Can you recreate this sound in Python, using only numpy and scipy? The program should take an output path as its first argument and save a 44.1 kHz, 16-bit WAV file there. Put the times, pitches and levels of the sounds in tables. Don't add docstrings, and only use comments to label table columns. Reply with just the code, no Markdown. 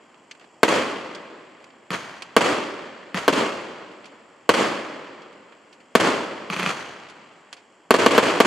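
import sys
import numpy as np
from scipy import signal
from scipy.fft import rfft, irfft, next_fast_len
from scipy.io import wavfile
from scipy.ndimage import uniform_filter1d, map_coordinates

SR = 44100
rng = np.random.default_rng(int(sys.argv[2]) if len(sys.argv) > 2 else 0)


def makeup_ratio(level_db):
    decades = np.asarray(level_db, float) / 20
    return 10 ** decades


def store_wav(level_fs):
    pcm = np.round(np.clip(np.atleast_2d(level_fs), -1, 1) * 32767)
    wavfile.write(sys.argv[1], SR, pcm.T.astype(np.int16))


N = 373086
t = np.arange(SR // 8) / SR


def unit(x):
    return x / np.sqrt(np.mean(x ** 2) + 1e-20)


def along(points, hz):
    point_hz, value = np.transpose(points)
    return np.interp(np.log(hz + 1), np.log(point_hz + 1), value)


def add(track, s, sound, pan_db=0):
    part = track[:, round(s * SR):][:, :len(t)]
    sides = makeup_ratio([[pan_db / 2], [-pan_db / 2]])
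    part += (sound * sides)[:, :part.shape[1]]


def shock(delay_ms, width_ms):
    u = np.maximum(t * 1000 - delay_ms, 0) / width_ms
    return (1 - u) * np.exp(-u) * np.minimum(u * 8, 1)


def puff(lo_hz, hi_hz, t60, alike):
    band = signal.butter(3, [lo_hz, hi_hz], "bandpass", fs=SR, output="sos")
    mid, side = unit(signal.sosfilt(band, rng.standard_normal((2, len(t)))))
    turn = np.arccos(np.clip(alike, 0, 1)) / 2
    pair = np.cos(turn) * mid + np.sin(turn) * side * np.array([[1], [-1]])
    return pair * makeup_ratio(-60 * t / max(t60, .003)) * (1 - np.exp(-t / 0.0002))


def coloured(x, spectrum):
    m = next_fast_len(N + 8192)
    gain = unit(makeup_ratio(along(spectrum, np.fft.rfftfreq(m, 1 / SR))))
    return irfft(rfft(x, m) * gain, m)[:, :N]


def field(power, spectrum, alike, grain_db):
    grains = makeup_ratio(grain_db * np.repeat(rng.standard_normal(N // 40 + 1), 40)[:N])
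    swells = map_coordinates(rng.standard_normal(N // 300 + 4), [np.arange(N) / 300])
    clumps = makeup_ratio(grain_db * .6 * swells)
    noise = unit(rng.standard_normal((2, N)) * grains * clumps)
    hz, s, z = signal.stft(noise, SR, nperseg=256)
    turn = np.arccos(np.clip(along(alike, hz), 0, 1))[:, None] / 2
    mid, side = z * np.sqrt(power(hz[:, None], s)) * np.array([np.cos(turn), np.sin(turn)])
    pair = signal.istft(np.array([mid + side, mid - side]), SR, nperseg=256)[1]
    return coloured(pair[:, :N], spectrum)


# frequency in Hz, level in dB per Hz.
NIGHT_SPECTRUM = [(18, -60), (60, -21.5), (259, -0.5), (1130, -4.5), (1390, -11.5), (3330, -12.5),
                  (3560, -29.5), (4530, -20), (6700, -25.5), (7000, -14.5), (8250, -20.5), (8600, -35),
                  (11000, -41), (15000, -58)]


def night():
    level = lambda hz, s: makeup_ratio(2 * (-56 + np.sin(s * 2.13)))
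    alike = [(100, 0.98), (3000, 0.85), (6000, 0.81), (9000, 1.0)]  # Hz, left-right likeness
    return field(level, NIGHT_SPECTRUM, alike, grain_db=1.4)


def scatter(lag, reflectors):
    total = 0
    for start, swell, db, fade in reflectors:
        late = np.maximum(lag - start, 0)
        total = total + (1 - np.exp(-late / abs(swell))) ** 2 * makeup_ratio(2 * (db - fade * late))
    return total


def ducked(s, start):
    later = [burst[0] for burst in BURSTS if burst[0] > start]
    return sum(-5 * (s > b) * np.exp(-((s - b) / .045) ** 4) for b in later)


def scraps(hz, s, share):
    top_hz = 13300
    chance = unit(uniform_filter1d(rng.standard_normal((20, len(s) // 8 + 1)), 3, axis=1))
    strip = np.clip((hz - top_hz) // 500, 0, 19).astype(int)
    heard = chance[strip, np.arange(len(s)) // 8] > share + .3 * strip
    return np.where(hz < top_hz, 1, heard)


# frequency in Hz, loss in dB per s.
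AIR_LOSS = [(60, 4.5), (300, 4.5), (2000, 2.5), (5000, 9), (9000, 28), (14000, 47)]
# frequency in Hz, likeness of the two sides (0 to 1).
TAIL_ALIKE = [(60, 0.94), (130, 1), (290, 0.93), (640, 0.7), (1410, 0.79), (3100, 0.64), (6820, 0.76),
              (15000, 0.98)]


def answer(starts, tail_db, reflectors, spectrum, grain_db):
    def power(hz, s):
        total = 0
        for start, db, parts in zip(starts, tail_db, reflectors):
            lag = np.maximum(s - start - .003, 0)
            path = lag + .12 * np.exp(-lag / 0.014)
            level = db + ducked(s, start) - along(AIR_LOSS, hz) * path
            total = total + makeup_ratio(2 * level) * scatter(lag, parts)
        return total * scraps(hz, s, share=.3)
    return field(power, spectrum, TAIL_ALIKE, grain_db)


# start in seconds, tail in dB.
EARLIER_BURST = (-1.11, -20)
BURST_TAIL_DB = [-18.5, -19, -20.5, -18.5, -18.5, -21.5, -22, -19.5, -20, -17.5]
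STREET_ROLL = {"lawn": (0, .0025, 9.5, 580), "shrubs": (0, .01, -9, 60), "street": (.064, .026, 7.5, 104),
               "block": (.1, .05, -4.5, 32), "town": (.2, .2, -21, 10.8)}
# swell in s, level in dB, fade in dB per s.
HOUSE_FRONT = (.005, 6.5, 330)
# frequency in Hz, level in dB per Hz.
BOOM_SPECTRUM = [(25, -59), (76, -23.5), (220, -3.5), (300, 0), (600, -0.5), (720, -7), (1120, -3.5),
                 (1400, -8), (3330, -13), (3700, -20.5), (4500, -17.5), (5350, -23.5), (7300, -22.5),
                 (16500, -51.5)]


def burst_tails():
    starts = [EARLIER_BURST[0], *[b[0] for b in BURSTS]]
    front_ms = [44, *[b[3] for b in BURSTS]]
    reflectors = [[*STREET_ROLL.values(), (ms / 1000 - .003, *HOUSE_FRONT)] for ms in front_ms]
    return answer(starts, [EARLIER_BURST[1], *BURST_TAIL_DB], reflectors, BOOM_SPECTRUM, grain_db=1.0)


# start in seconds, peak in dB, knock in dB, decay time t60 in s.
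CASINGS = [(.1436, -58, 12, .032), (.3112, -29.5, -18, .049), (.3496, -52, 5, .06), (.3965, -46, -1, .039),
           (.4104, -54, 6, .17), (.4424, -53, 6, .06), (1.1483, -30.5, -24, .062), (1.6013, -56, 4, .076),
           (1.6417, -39.5, -4, .03), (1.7044, -51, 2, .03), (2.2214, -28, -3, .051), (2.9014, -50, 5, .049),
           (3.9144, -51, 9, .055), (4.0432, -42, 3, .039), (4.0554, -40, -5, .094),
           (5.2185, -45, -11, .071), (5.3273, -50, -7, .06), (5.5224, -57, 10, .093),
           (5.7274, -43.5, -13, .079), (5.8032, -53, 0, .072), (7.0863, -43, -5, .053),
           (7.0978, -39.5, -4, .06), (7.5278, -29.5, -5, .058), (7.5662, -48.5, 0, .18)]


def casings():
    out = np.zeros((2, N))
    for s, db, knock_db, t60 in CASINGS:
        hz = 2550 * rng.uniform(.85, 1.15)
        pan_db = -2.5 + rng.normal(0, 1)
        tick = makeup_ratio(3) * uniform_filter1d(shock(.3, width_ms=.14), 6)
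        rattle = puff(0.65 * hz, min(3 * hz, 10000), t60, alike=0.77)
        knock = makeup_ratio(knock_db) * puff(330, 2900, t60, alike=0.49)
        add(out, s, makeup_ratio(db) * (tick + rattle + knock), pan_db)
    return out


def front(delay_ms, width_ms):
    u = (t * 1000 - delay_ms) / width_ms
    return np.clip(u * 9, 0, 1) * (1 - .25 * u) * np.clip((1 - u) * 5, 0, 1)


def capsule(x, hz, q):
    w = 2 * np.pi * hz
    return signal.lfilter(*signal.bilinear([1, 0, 0], [1, w / q, w * w], SR), x)


# start in seconds, peak in dB, ground copy in ms late, house front in ms late.
BURSTS = [
    (.6316, 4.5, 4.6, 46),
    (2.3654, 3, 4.5, 41),
    (3.2798, 1, 4.6, 44),
    (4.492, 3, 4.5, 44),
    (5.9523, 3.5, 4.5, 45),
    (7.9072, 4.5, 4.55, 45),
    (7.9411, -2.5, 4.3, 44),
    (8.0625, 3, 4.45, 44),
    (8.1794, 2.5, 4.65, 46),
    (8.4026, 3, 4.4, 43),
]
# delay in ms, level in dB.
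GLINTS = [(.9, -9), (2.75, -1), (3.4, -4), (4.1, -7), (5.4, -11), (7.2, -9), (7.9, -11)]


def bursts():
    out = np.zeros((2, N))
    for s, db, ground_ms, _ in BURSTS:
        left_ms = .55 + rng.uniform(0, .12)
        blast = np.array([front(0, w) + makeup_ratio(-1) * front(ground_ms, .8 * w) for w in (left_ms, .51)])
        swing = capsule(blast, hz=450, q=1.1)
        rebound = sum(np.exp(-((t * 1000 - ms) / .25) ** 2) for ms in (2.05, ground_ms + 1.95))
        shift = rng.normal(0, .05, len(GLINTS))
        size = rng.normal(0, 1.4, (len(GLINTS), 2, 1))
        glints = 0
        for (ms, glint_db), m, z in zip(GLINTS, shift, size):
            glints = glints + makeup_ratio(glint_db + z) * shock(ms + m, width_ms=.24)
        soft = uniform_filter1d(1.15 * glints, 4, axis=1)
        fizz = makeup_ratio(-2) * puff(7500, 14500, .003, alike=.97) + makeup_ratio(-9) * puff(2300, 7000, .004, alike=.9)
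        ground_fizz = makeup_ratio(-9) * np.roll(fizz, round(ground_ms * SR / 1000) + 8, axis=1)
        edge = np.roll(fizz, 6, axis=1) + ground_fizz
        add(out, s, makeup_ratio(db + 3) * (swing + .45 * rebound + soft + edge))
    return out


WALLS = {"front": (2, -6, -30, -4), "gable": (56.5, -13, -23, 6), "far": (92, -11, -33, 0)}


def walls():
    out = np.zeros((2, N))
    for s, peak_db, _, front_ms in BURSTS:
        for name, (ms, db, treble_db, pan_db) in WALLS.items():
            late_ms = ms + front_ms * (name == "front")
            size = makeup_ratio(peak_db - 3 + rng.normal(0, 2))
            blunt = uniform_filter1d(shock(.1, width_ms=0.32), size=5)
            body = makeup_ratio(db - 5) * (blunt + makeup_ratio(-11) * puff(230, 2270, 0.044, alike=1.0))
            edge = makeup_ratio(treble_db + 4) * puff(2500, 10000, .014, alike=.85)
            add(out, s + late_ms / 1000, size * (body + edge), pan_db)
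    return out


# start in seconds, peak in dB, ring of the tube's mouth in Hz, ring in dB.
LIFTS = [
    (1.9053, -11.5, 1750, -8),
    (3.1448, -10.5, 1750, -7),
    (6.5008, -11.5, 2450, -3),
    (6.5641, -12.5, 2450, -3),
    (6.5978, -11, 2450, -3),
    (6.6305, -11.5, 2450, -3),
    (6.662, -12.5, 2450, -4),
]
# frequency in Hz, level in dB, decay time t60 in s.
BOX_AND_TUBE = [(178, -5.5, .1), (1120, -8, .02)]
# delay in ms, level in dB, top frequency in Hz.
YARD_WALLS = [(0, 0, 12000), (24.5, -8, 4800), (31.5, -3, 6800), (42.5, -2, 3800)]


def lifts():
    out = np.zeros((2, N))
    for s, db, mouth_hz, mouth_db in LIFTS:
        modes = [*BOX_AND_TUBE, (mouth_hz, mouth_db + 2, .012)]
        for ms, echo_db, top_hz in YARD_WALLS:
            echo = ms > 0
            size = rng.normal(0, 1.5, 4)
            ring = 0
            for (hz, ring_db, t60), z in zip(modes[echo:], size):
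                ring = ring + makeup_ratio(ring_db + z - 60 * t / t60) * np.sin(2 * np.pi * hz * t)
            crack = 2.4 * shock(0, width_ms=.2) + 1.4 * (not echo) * shock(.9, width_ms=.17)
            edge = makeup_ratio(-11) * puff(.82 * top_hz, top_hz, .008, alike=.9)
            edge = edge + makeup_ratio(-16) * puff(800, 3300, .02, alike=.8)
            lowpass = signal.butter(2, min(top_hz, 4800), fs=SR, output="sos")
            dull = signal.sosfilt(lowpass, crack - ring * (1 - np.exp(-t / .0006)))
            add(out, s + ms / 1000, makeup_ratio(db + echo_db + size[-1] * echo) * (dull + edge))
    return out


LIFT_TAIL_DB = [-26.5, -26, -29, -28.5, -32, -28.5, -27.5]
YARD_ROLL = {"box": (0, .0012, -2.5, 65), "yard": (.022, .004, 6.5, 420), "street": (.04, .08, -7.5, 36),
             "town": (.2, .2, -18, 21)}
# frequency in Hz, level in dB per Hz.
THUMP_SPECTRUM = [(15, -74), (40, -26), (172, -2), (500, -1), (1220, 0.5), (2400, -4.5), (3330, -6.5),
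                  (3650, -14), (4500, -10.5), (5350, -17.5), (6300, -13), (11600, -31), (13200, -37),
                  (16500, -58)]


def lift_tails():
    reflectors = [[*YARD_ROLL.values()]] * len(LIFTS)
    return answer([e[0] for e in LIFTS], LIFT_TAIL_DB, reflectors, THUMP_SPECTRUM, grain_db=1.5)


# frequency in Hz, gain in dB.
MICROPHONE = [(25, -55), (100, -23), (200, -4.5), (500, 0), (750, -2.5), (1120, -2), (3300, 0), (3800, -7),
              (4500, 0), (5400, -8), (6800, -8), (12000, -14.5), (16500, -21), (16900, -35)]


def microphone(x):
    cepstrum = irfft(np.log(makeup_ratio(along(MICROPHONE, np.fft.rfftfreq(4096, 1 / SR)))))
    cepstrum[1:2048] *= 2
    cepstrum[2049:] = 0
    response = irfft(np.exp(rfft(cepstrum)))[None]
    return signal.fftconvolve(x, response, axes=1)[:, :x.shape[1]]


def scene():
    near = casings() + bursts() + walls() + lifts()
    return night() + burst_tails() + microphone(near) + lift_tails()


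def roll_off(x):
    return signal.sosfilt(signal.butter(12, 16840, fs=SR, output="sos"), x)


def record(dry):
    clipped = dry / (1 + np.abs(dry / .97) ** 10) ** (1 / 10)
    highpass = signal.butter(2, 40, "highpass", fs=SR, output="sos")
    steady = signal.sosfilt(highpass, clipped)
    return roll_off(steady)


dry = scene()
out = record(dry)
store_wav(out)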